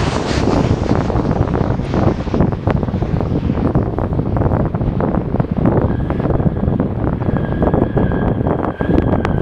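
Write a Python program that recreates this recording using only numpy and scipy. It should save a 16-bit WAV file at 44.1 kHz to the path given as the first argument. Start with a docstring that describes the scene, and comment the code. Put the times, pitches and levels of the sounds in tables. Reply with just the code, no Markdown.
"""A jet airliner recedes along the runway, heard from the windy airfield fence.
Air absorption dulls its hiss with distance, the roar fades, the turbine whistle sinks by Doppler shift,
and later the fans whine from far off; moving air makes them all swell and flicker.
Eddies on the microphone port give a deep, ragged rumble, sharp pops and thumps, and overload it.
Faint beneath: microphone hiss, two high ticks and a distant bird."""
import sys
import numpy as np
from scipy import signal
from scipy.fft import rfft, irfft, next_fast_len
from scipy.io import wavfile
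from scipy.ndimage import uniform_filter1d, map_coordinates

SR = 44100
rng = np.random.default_rng(int(sys.argv[2]) if len(sys.argv) > 2 else 0)


def wav_record(signal):
    """Record a signal, one row per channel, as 16-bit PCM in the file named by sys.argv[1]."""
    frames = np.transpose(np.atleast_2d(signal))
    bounded = np.clip(frames, -1, 1)
    # unit amplitude maps onto the largest positive 16-bit level
    quanta = np.round(bounded * 32767).astype(np.int16)
    wavfile.write(sys.argv[1], SR, quanta)


N = 414981

# Strong eddies bursting on the port. Each row: time in seconds, peak in dB, edge steepness in Hz.
POPS = [(.165, -1, 800), (.435, -6, 600), (.475, -4, 520), (.565, -1, 660), (.577, -4, 700), (.61, -4, 650),
        (.894, -5, 740), (.955, -2.5, 840), (.974, -4, 750), (1.007, -2, 840), (1.016, -6.5, 840),
        (1.102, -4, 720), (1.197, -4, 700), (1.252, -7, 700), (1.314, -3.5, 920), (1.428, -6, 760),
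        (1.539, -7, 800), (1.555, -2.5, 800), (1.578, -8, 750), (1.64, -5, 760), (1.706, -7.5, 750),
        (1.94, -6, 700), (2.073, -1, 720), (2.344, -3, 650), (2.406, -1.5, 700), (2.425, -3, 920),
        (2.523, -5.5, 680), (2.533, -8, 650), (2.674, -2, 600), (2.705, 1, 1280), (2.832, -3, 500),
        (2.885, -8, 680), (3.024, -8, 600), (3.167, -7, 720), (3.207, -2.5, 557), (3.648, -7, 650),
        (3.753, -1.5, 710), (3.829, -6, 780), (3.986, -1, 660), (4.016, -6, 720), (4.037, -5, 660),
        (4.131, -6, 600), (4.367, -1, 680), (4.372, -5, 680), (4.419, -3, 580), (4.453, -5, 700),
        (4.518, -3.5, 560), (4.536, -2.5, 620), (4.568, -2, 740), (4.599, -2, 660), (4.655, -5, 680),
        (5.006, -2.5, 800), (5.147, -2, 650), (5.175, -8, 720), (5.4, -3.5, 720), (5.657, -3, 980),
        (5.675, -3.5, 650), (5.816, -4, 760), (5.912, -7, 700), (6.104, -2, 880), (6.201, -7, 620),
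        (6.254, -3.5, 700), (6.303, -6, 660), (6.353, -5.5, 740), (6.8, -6.5, 740), (7.074, -2, 680),
        (7.131, -8, 800), (7.263, -7, 600), (7.367, -3, 720), (7.525, -6.5, 650), (7.626, -2, 563),
        (7.67, -1, 680), (7.738, -1.5, 680), (7.755, -3.5, 620), (7.82, -5, 520), (7.976, -2, 620),
        (8.118, -4.5, 620), (8.282, -9.5, 1320), (8.508, -1, 720), (8.589, -5.5, 650), (8.632, -5, 780),
        (8.647, -2, 780), (8.812, -1, 650), (8.954, -3, 560), (8.984, -11, 1800), (9.023, -12, 1280),
        (9.125, -15, 1700), (9.13, -4, 750), (9.158, -4.5, 800), (9.251, 1.5, 1330), (9.27, -9, 720),
        (9.382, -4, 480)]
RUMBLE_DB, FLUTTER_DB = -17.5, -24  # steady breeze


def amp(db):
    """Decibels to gain."""
    return 10 ** (np.asarray(db) / 20)


def unit(x):
    """Scale to rms 1."""
    return x / np.sqrt(np.mean(x ** 2) + 1e-20)


def curves(rows):
    """Per-sample curve for each column after the time."""
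    times_s, *columns = np.transpose(rows)
    return [np.interp(np.arange(N) / SR, times_s, column) for column in columns]


def plateaus(rows, rise_s, fall_s):
    """Each (start, length, height, ..) row rises, holds and falls; one summed curve per height column."""
    t = np.arange(N) / SR
    out = np.zeros((len(rows[0]) - 2, N))
    for start_s, length_s, *heights in rows:
        ramp = np.minimum((t - start_s) / rise_s, (start_s + length_s - t) / fall_s)
        out += np.outer(heights, np.clip(ramp + .5, 0, 1))
    return out


def wobble(knots_per_s):
    """Smooth random curve, rms 1."""
    position = np.arange(N) * knots_per_s / SR + 2
    return unit(map_coordinates(rng.standard_normal(N // 16), [position], order=3, mode="mirror"))


def noise(spectrum, size=N):
    """Noise of rms 1 coloured by (Hz, dB) points."""
    fft_size = next_fast_len(size)
    hz, db = np.transpose(spectrum)
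    gain = amp(np.interp(np.log(np.fft.rfftfreq(fft_size, 1 / SR) + 1), np.log(hz), db))
    return unit(irfft(rfft(rng.standard_normal(fft_size)) * gain, fft_size)[:size])


def steadied(x, window_s):
    """Hold the rms near 1 over the window, keeping faster surges."""
    width = max(int(window_s * SR), 1)
    power = uniform_filter1d(uniform_filter1d(x ** 2, width), width)
    return x / np.sqrt(np.abs(power) + 1e-9)


def fuzzy_tone(hz, width_hz):
    """Tone scattered into a band, as by turbulent air; rms 1."""
    phase = 2 * np.pi * np.cumsum(hz) / SR
    return unit(wobble(width_hz) * np.cos(phase) + wobble(width_hz) * np.sin(phase))


def settling(tau_s):
    """Falls from 1 towards 0 as the jet turns its tail to the listener."""
    return np.exp(-np.arange(N) / SR / tau_s)


def distance_m(t):
    """Range of the jet, already past its nearest point."""
    nearest_m, speed_m_per_s, passed_s = 105, 66, 1
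    return np.hypot(nearest_m, speed_m_per_s * (t + passed_s))


def air(x, steepness, tilt):
    """Air absorption: distance tilts the treble down and closes a steep low-pass."""
    hz, t, spectra = signal.stft(x, SR, nperseg=512)
    start_corner_hz = 7400
    corner_hz = start_corner_hz * (distance_m(0) / distance_m(t)) ** .35
    farness = start_corner_hz / corner_hz - 1
    treble_octaves = np.log2(np.maximum(hz, 1000) / 1000)[:, None]
    gain = amp(-tilt * farness * treble_octaves) / np.sqrt(1 + (hz[:, None] / corner_hz) ** steepness)
    return signal.istft(spectra * gain, SR, nperseg=512)[1][:N]


def patchy(x, depth_db):
    """Moving air focuses some pitches and cancels others, in passing patches."""
    spectra = signal.stft(x, SR, nperseg=512)[2]
    field = rng.standard_normal(spectra.shape)
    for _ in range(2):
        field = uniform_filter1d(uniform_filter1d(field, size=9, axis=0), size=16, axis=1)
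    return signal.istft(spectra * amp(depth_db * unit(field)), SR, nperseg=512)[1][:N]


def jet(swell_db):
    """Engine hiss and roar: loud side-on, faint from behind, flickering in the moving air."""
    # Spectra. Each row: frequency in Hz, relative density in dB.
    hiss_spectrum = [(300, -20), (900, -7.5), (1500, 5), (2200, 5.5), (3000, 4), (4100, 2), (5100, 1),
                     (6500, -1.5), (9000, -6.5), (11000, -21), (16000, -19)]
    roar_spectrum = [(30, -14), (120, -18), (300, -8.5), (650, -2.5), (1100, -2), (1600, -11.5),
                     (2500, -19), (5000, -65), (9000, -120)]
    hiss = steadied(air(noise(hiss_spectrum), steepness=9.2, tilt=10), window_s=.26)
    hiss = unit(patchy(hiss, depth_db=1.6))
    flicker_db = .8 * wobble(30)
    hiss_db = -51 + 21.5 * settling(tau_s=1.31) + swell_db + flicker_db
    roar_db = -43.5 + 18.5 * settling(tau_s=1.02) + .43 * swell_db + flicker_db
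    return amp(hiss_db) * hiss + amp(roar_db) * noise(roar_spectrum)


def turbine(swell_db):
    """Thin whistles share one Doppler glide and fade into the air."""
    # Turbine partials. Each row: ratio to the pitch, relative level in dB.
    partials = [(.4975, -4), (.586, -6), (.6425, -4), (.805, -5), (1, 1.5), (1.05, -7), (1.116, -3),
                (1.218, -6), (1.628, -11)]
    receding_hz, doppler_hz, fall_db_per_s = 5270, 540, 10
    hz = receding_hz + doppler_hz * settling(tau_s=1.8)
    level_db = -49 - fall_db_per_s * np.arange(N) / SR + .5 * swell_db
    whistles = sum(amp(db) * fuzzy_tone(ratio * hz, width_hz=32) for ratio, db in partials)
    return air(amp(level_db) * whistles, steepness=6.2, tilt=7)


def wind_levels():
    """Rumble level, flutter level and brightness of the breeze through gusts and lulls."""
    # Each row: start in seconds, length in seconds, flutter gain in dB, brightness in octaves.
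    gusts = [(.14, .12, 5.5, 0.1), (.41, .21, 9.5, 0.016), (.87, .17, 5, 0.0021), (1.08, .67, 2.5, 0.28),
             (1.95, .17, 6.5, 0.22), (2.18, .04, 4.5, -0.0069), (2.32, .14, 7.5, -0.086),
             (2.67, .05, 9, 0.069), (3.6, .23, 4, -0.017), (3.98, .07, 4, 0.24), (4.39, .23, 5, 0.085),
             (5, .17, 6.5, -0.072), (5.64, .19, 9, 0.00073), (6.22, .14, 6.5, 0.021),
             (7.62, .22, 8, 0.0059), (7.97, .05, 8, 0.017), (8.22, .1, 6.5, 0.036), (8.46, .09, 10.5, .3),
             (8.59, .11, 5.5, 0.19), (8.8, .05, 4.5, 0.13), (8.89, .11, 11, -0.27), (9.08, .08, 10, -0.082)]
    # Each row: start in seconds, length in seconds, flutter drop in dB, rumble drop in dB.
    lulls = [(.19, 0.17, -0.5, 6), (.74, .11, 1, 2.5), (1.77, 0.097, 4.5, 3.5), (2.12, .06, 10.5, 8),
             (2.22, 0.055, 8, 7), (2.5, .16, 7.5, 7), (2.88, .12, 4.5, 0.5), (3.05, .07, 8.5, 6),
             (3.27, .08, 6.5, -1), (3.41, .13, 6.5, -1), (3.86, .11, 0, 3), (4.05, .05, 5, 5),
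             (4.67, .05, 7.5, 7), (4.86, .07, 5, -2.5), (5.21, .12, 5, 2.5), (5.42, .15, 6, 5),
             (5.94, .14, 6, 1.5), (6.49, 0.066, 8, 4), (7.15, .05, 10, 3.5), (7.53, .07, 5.5, 3.5),
             (7.88, .08, 6.5, 4), (8.33, .1, 3, 1.5), (8.52, 0.367, 0.5, 8), (8.72, .07, 7, 6)]
    gust_db, bright_octaves = plateaus(gusts, rise_s=.022, fall_s=.03)
    flutter_drop_db, rumble_drop_db = plateaus(lulls, rise_s=.03, fall_s=.022)
    # The flutter stalls just before each strong pop, less so in a gust.
    stall_s, stall_depth_db = .03, 8
    stalls = [(at_s - stall_s, stall_s, stall_depth_db) for at_s, _, _ in POPS]
    stall_db, = plateaus(stalls, rise_s=stall_s / 2, fall_s=stall_s / 2)
    wander_db = 3.4 * np.tanh(wobble(55))
    rumble_db = RUMBLE_DB - rumble_drop_db + 2.3 * np.tanh(wobble(22))
    flutter_db = FLUTTER_DB + gust_db - flutter_drop_db - stall_db * amp(-gust_db)
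    return rumble_db + wander_db, flutter_db + wander_db, bright_octaves


def wind(rumble_db, flutter_db, bright_octaves):
    """Eddies sweep the port: faster flow is louder and brighter; gusts merge them into a full buffet."""
    # Spectra. Each row: frequency in Hz, relative density in dB.
    rumble_spectrum = [(10, -17.5), (25, -20.5), (50, -5), (85, -0.5), (125, -0.5), (200, -6), (300, -10.5),
                       (500, -21.5), (1000, -62.5), (2000, -120)]
    flutter_spectrum = [(40, -32), (120, -14.5), (220, 5), (450, 1.5), (700, -7), (1000, -17.5),
                        (1500, -30.5), (2200, -54.5), (4000, -100), (6000, -120)]  # at speed 1
    surge = 1.7 * np.tanh(wobble(60) * .45 + wobble(280) * .55)
    fronts = np.tanh(np.maximum(wobble(380) - .7, 0))  # steep edges of single eddies
    gust = np.clip((flutter_db - FLUTTER_DB) / 8, 0, 1)
    speed = 2 ** bright_octaves * np.exp(.26 * surge + .46 * fronts - .05)
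    turbulence = noise(flutter_spectrum, size=2 * N)
    eddies = map_coordinates(turbulence, [np.cumsum(speed)], order=3, mode="mirror")
    eddies *= amp((5.9 * surge + 3.2 * fronts) * (1 - .4 * gust))
    flutter = (1 - gust) * steadied(eddies, window_s=.035) + gust * steadied(eddies, window_s=.01)
    rumble = steadied(noise(rumble_spectrum) * amp(4 * surge), window_s=.05)
    return amp(rumble_db) * rumble + amp(flutter_db) * flutter


def mic_hiss():
    """Faint self-noise that swells softly now and then."""
    # Each row: frequency in Hz, relative density in dB.
    spectrum = [(100, -2), (5000, -0.5), (9000, -1), (12000, -4), (16000, -9)]
    # Each row: start in seconds, length in seconds, gain in dB.
    swells = [(2.92, .55, 3), (3.95, .25, 4), (5.98, 0.29, 6), (7.25, 0.41, 3), (8.78, .22, 7.5)]
    swell_db, = plateaus(swells, rise_s=.12, fall_s=.12)
    return amp(-70.5 + swell_db) * noise(spectrum)


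def swing(edge_hz, size):
    """One pressure swing, peak 1; a steeper edge gives more treble."""
    ratio = np.fft.rfftfreq(size, 1 / SR) / edge_hz
    crack = amp(-27) * min(edge_hz / 1400, 1) ** 7  # only the steepest swings crack
    gain = ratio ** .22 * (np.exp(-.75 * ratio ** 1.5) + crack * np.exp(-ratio / 3))
    shape = np.roll(irfft(gain * np.exp(2j * np.pi * rng.random()), size), size // 2)
    return shape / np.abs(shape).max()


def random_pops(flutter_db, db, edge_hz, count):
    """Weak bursts as rows like POPS: more frequent in gusts, softer in lulls."""
    chance = np.cumsum(amp(flutter_db))
    at = np.searchsorted(chance, rng.uniform(.01, .99, count) * chance[-1])
    sizes, edges = np.tanh(rng.standard_normal((count, 2))).T
    lull_db = np.minimum(flutter_db[at] - FLUTTER_DB, 0)
    peaks_db = db + 3 * sizes + lull_db
    return list(zip(at / SR, peaks_db, edge_hz * (1 + .25 * edges)))


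def pops(flutter_db):
    """Eddies burst on the port: a steep swing, then a weaker, duller rebound."""
    small = random_pops(flutter_db, db=-8.5, edge_hz=600, count=10)
    tiny = random_pops(flutter_db, db=-33, edge_hz=2100, count=90)
    bursts = POPS + small + tiny
    rebounds_s = rng.uniform(.002, .005, len(bursts))
    out, size = np.zeros(N + SR), 1024
    for (at_s, db, edge_hz), rebound_s in zip(bursts, rebounds_s):
        for delay_s, gain_db, edge_ratio in [(0, 0, 1), (rebound_s, -6, .5)]:
            start = round((at_s + delay_s) * SR) - size // 2
            out[start:start + size] += amp(db + gain_db) * swing(edge_hz * edge_ratio, size)
    return out[:N]


def thumps():
    """Large, slow eddies each give the port a round push of about two swings."""
    # Each row: time in seconds, relative peak in dB, frequency in Hz.
    eddies = [(.477, -6, 255), (.611, -5, 204), (.915, -5, 259), (1.293, -8, 236), (1.978, -7, 179),
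              (2.344, -8, 260), (2.406, -4, 190), (2.443, -6, 140), (2.751, -6, 158), (3.142, -5, 147),
              (3.629, -7, 222), (3.773, -7, 215), (4.131, -6, 211), (4.298, -7, 178), (4.611, -7, 171),
              (4.761, -7, 160), (4.972, -7, 154), (5.177, -7, 217), (5.407, -7, 154), (5.52, -4, 180),
              (5.584, -6, 199), (5.652, -5, 188), (5.982, -7, 175), (6.47, -6, 185), (6.636, -7, 208),
              (6.76, -6, 202), (6.812, -6, 209), (7.13, -7, 185), (7.82, -7, 226), (8.227, -7, 194),
              (8.896, -6, 184), (8.984, -2, 290), (9.023, -6, 280), (9.09, -6, 247)]
    half_width_cycles, gain_db = .85, -1.6
    out = np.zeros(N)
    t = np.arange(-SR // 20, SR // 20) / SR
    for at_s, db, hz in eddies:
        envelope = amp(db + gain_db) * np.exp(-(hz * t / half_width_cycles) ** 2)
        out[round((at_s + t[0]) * SR):][:len(t)] += envelope * np.cos(2 * np.pi * (hz * t + rng.random()))
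    return out


def tick(at_s, hz, db, half_width_s):
    """A short, thin, high tick near the microphone."""
    t = np.arange(N) / SR
    envelope = amp(db) * np.exp(-((t - at_s) / half_width_s) ** 2)
    return envelope * fuzzy_tone(np.full(N, hz), width_hz=2100)


def fans(swell_db):
    """The blade tone and its breathy octave waver, each in a skirt of scattered sound."""
    # Each row: time in seconds, blade rate in Hz, level before swells in dB.
    whine = [(5.84, 1620, -68), (5.89, 1612, -45), (6.2, 1653, -53), (6.72, 1643, -51.5), (7.0, 1636, -67),
             (7.32, 1647, -47.5), (7.5, 1620, -44.5), (7.82, 1650, -46.5), (8.12, 1623, -40),
             (8.26, 1627, -40), (8.38, 1632, -48.5), (8.68, 1592, -47), (8.82, 1608, -43.5),
             (8.95, 1665, -45.5), (9.2, 1584, -43.5), (9.41, 1560, -42.5)]
    hz, db = curves(whine)
    db += .81 * swell_db
    hz *= 1 + .007 * wobble(32)
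    blade = steadied(fuzzy_tone(hz, width_hz=65), window_s=.07)
    skirt = steadied(fuzzy_tone(hz, width_hz=190), window_s=.07)
    octave = fuzzy_tone(2 * hz, width_hz=200) + fuzzy_tone(2 * hz, width_hz=420)
    flicker_db = 1.9 * np.tanh(wobble(30))
    octave_db = .66 * db - 28.5 + .5 * flicker_db  # swells less than the blade tone
    return amp(db + flicker_db) * (blade + skirt) + amp(octave_db) * octave


def bird():
    """A small bird far off: two faint, quick glides."""
    # Each row: start in seconds, length in seconds, start pitch in Hz, end pitch in Hz, relative dB.
    chirps = [(7.19, .035, 5550, 6060, -70), (7.218, 0.032, 5300, 4200, -62)]
    out = np.zeros(N)
    for start_s, length_s, start_hz, end_hz, db in chirps:
        hz = np.linspace(start_hz, end_hz, int(length_s * SR))
        envelope = amp(db + 6) * np.hanning(len(hz)) ** .5
        out[round(start_s * SR):][:len(hz)] += envelope * np.sin(2 * np.pi * np.cumsum(hz) / SR)
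    return out


def scene():
    """The aircraft behind the wind, with ticks, bird and microphone hiss; mono."""
    # Moving air carries the engine sound over. Each row: start in seconds, length in seconds, gain in dB.
    swells = [(.11, 0.063, 3.5), (.275, 0.14, 8), (.505, 0.053, 4), (.62, 0.089, 3), (.855, 0.067, 6.5),
              (.98, 0.095, 4), (1.25, 0.02, 7), (1.84, 0.14, 9.5), (1.98, 0.276, 7.5), (2.25, 0.14, 8.5),
              (2.42, 0.099, -4), (2.6, 0.27, 2.5), (2.92, 0.77, 6), (4.85, 0.19, 4), (5.33, 0.33, 3.5),
              (5.88, .43, 2.5), (6.1, 0.17, 5), (7.2, 0.48, 4.5), (7.99, 0.26, 4), (8.77, 0.19, 7.5),
              (9.27, .2, 1.5)]
    swell_db, = plateaus(swells, rise_s=.045, fall_s=.03)
    rumble_db, flutter_db, bright_octaves = wind_levels()
    aircraft = jet(swell_db) + turbine(swell_db) + fans(swell_db)
    buffeting = wind(rumble_db, flutter_db, bright_octaves) + pops(flutter_db) + thumps()
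    ticks = tick(at_s=1.853, hz=9200, db=-51, half_width_s=.006)
    ticks += tick(at_s=3.68, hz=9000, db=-63, half_width_s=.025)
    return (aircraft + buffeting + ticks + bird() + mic_hiss())[None]


def record(dry):
    """Microphone overload: strong gusts clip and crackle faintly; the result is band-limited."""
    ceiling, hardness, crackle_above, top_hz = .98, 14, .31, 15800
    clipped = dry / (1 + np.abs(dry / ceiling) ** hardness) ** (1 / hardness)
    crackle = amp(-45) * np.maximum(np.abs(clipped) - crackle_above, 0) * rng.standard_normal(N)
    passband = np.fft.rfftfreq(N, 1 / SR) < top_hz
    return irfft(rfft(clipped + crackle) * passband, N)


dry = scene()
out = record(dry)
wav_record(out)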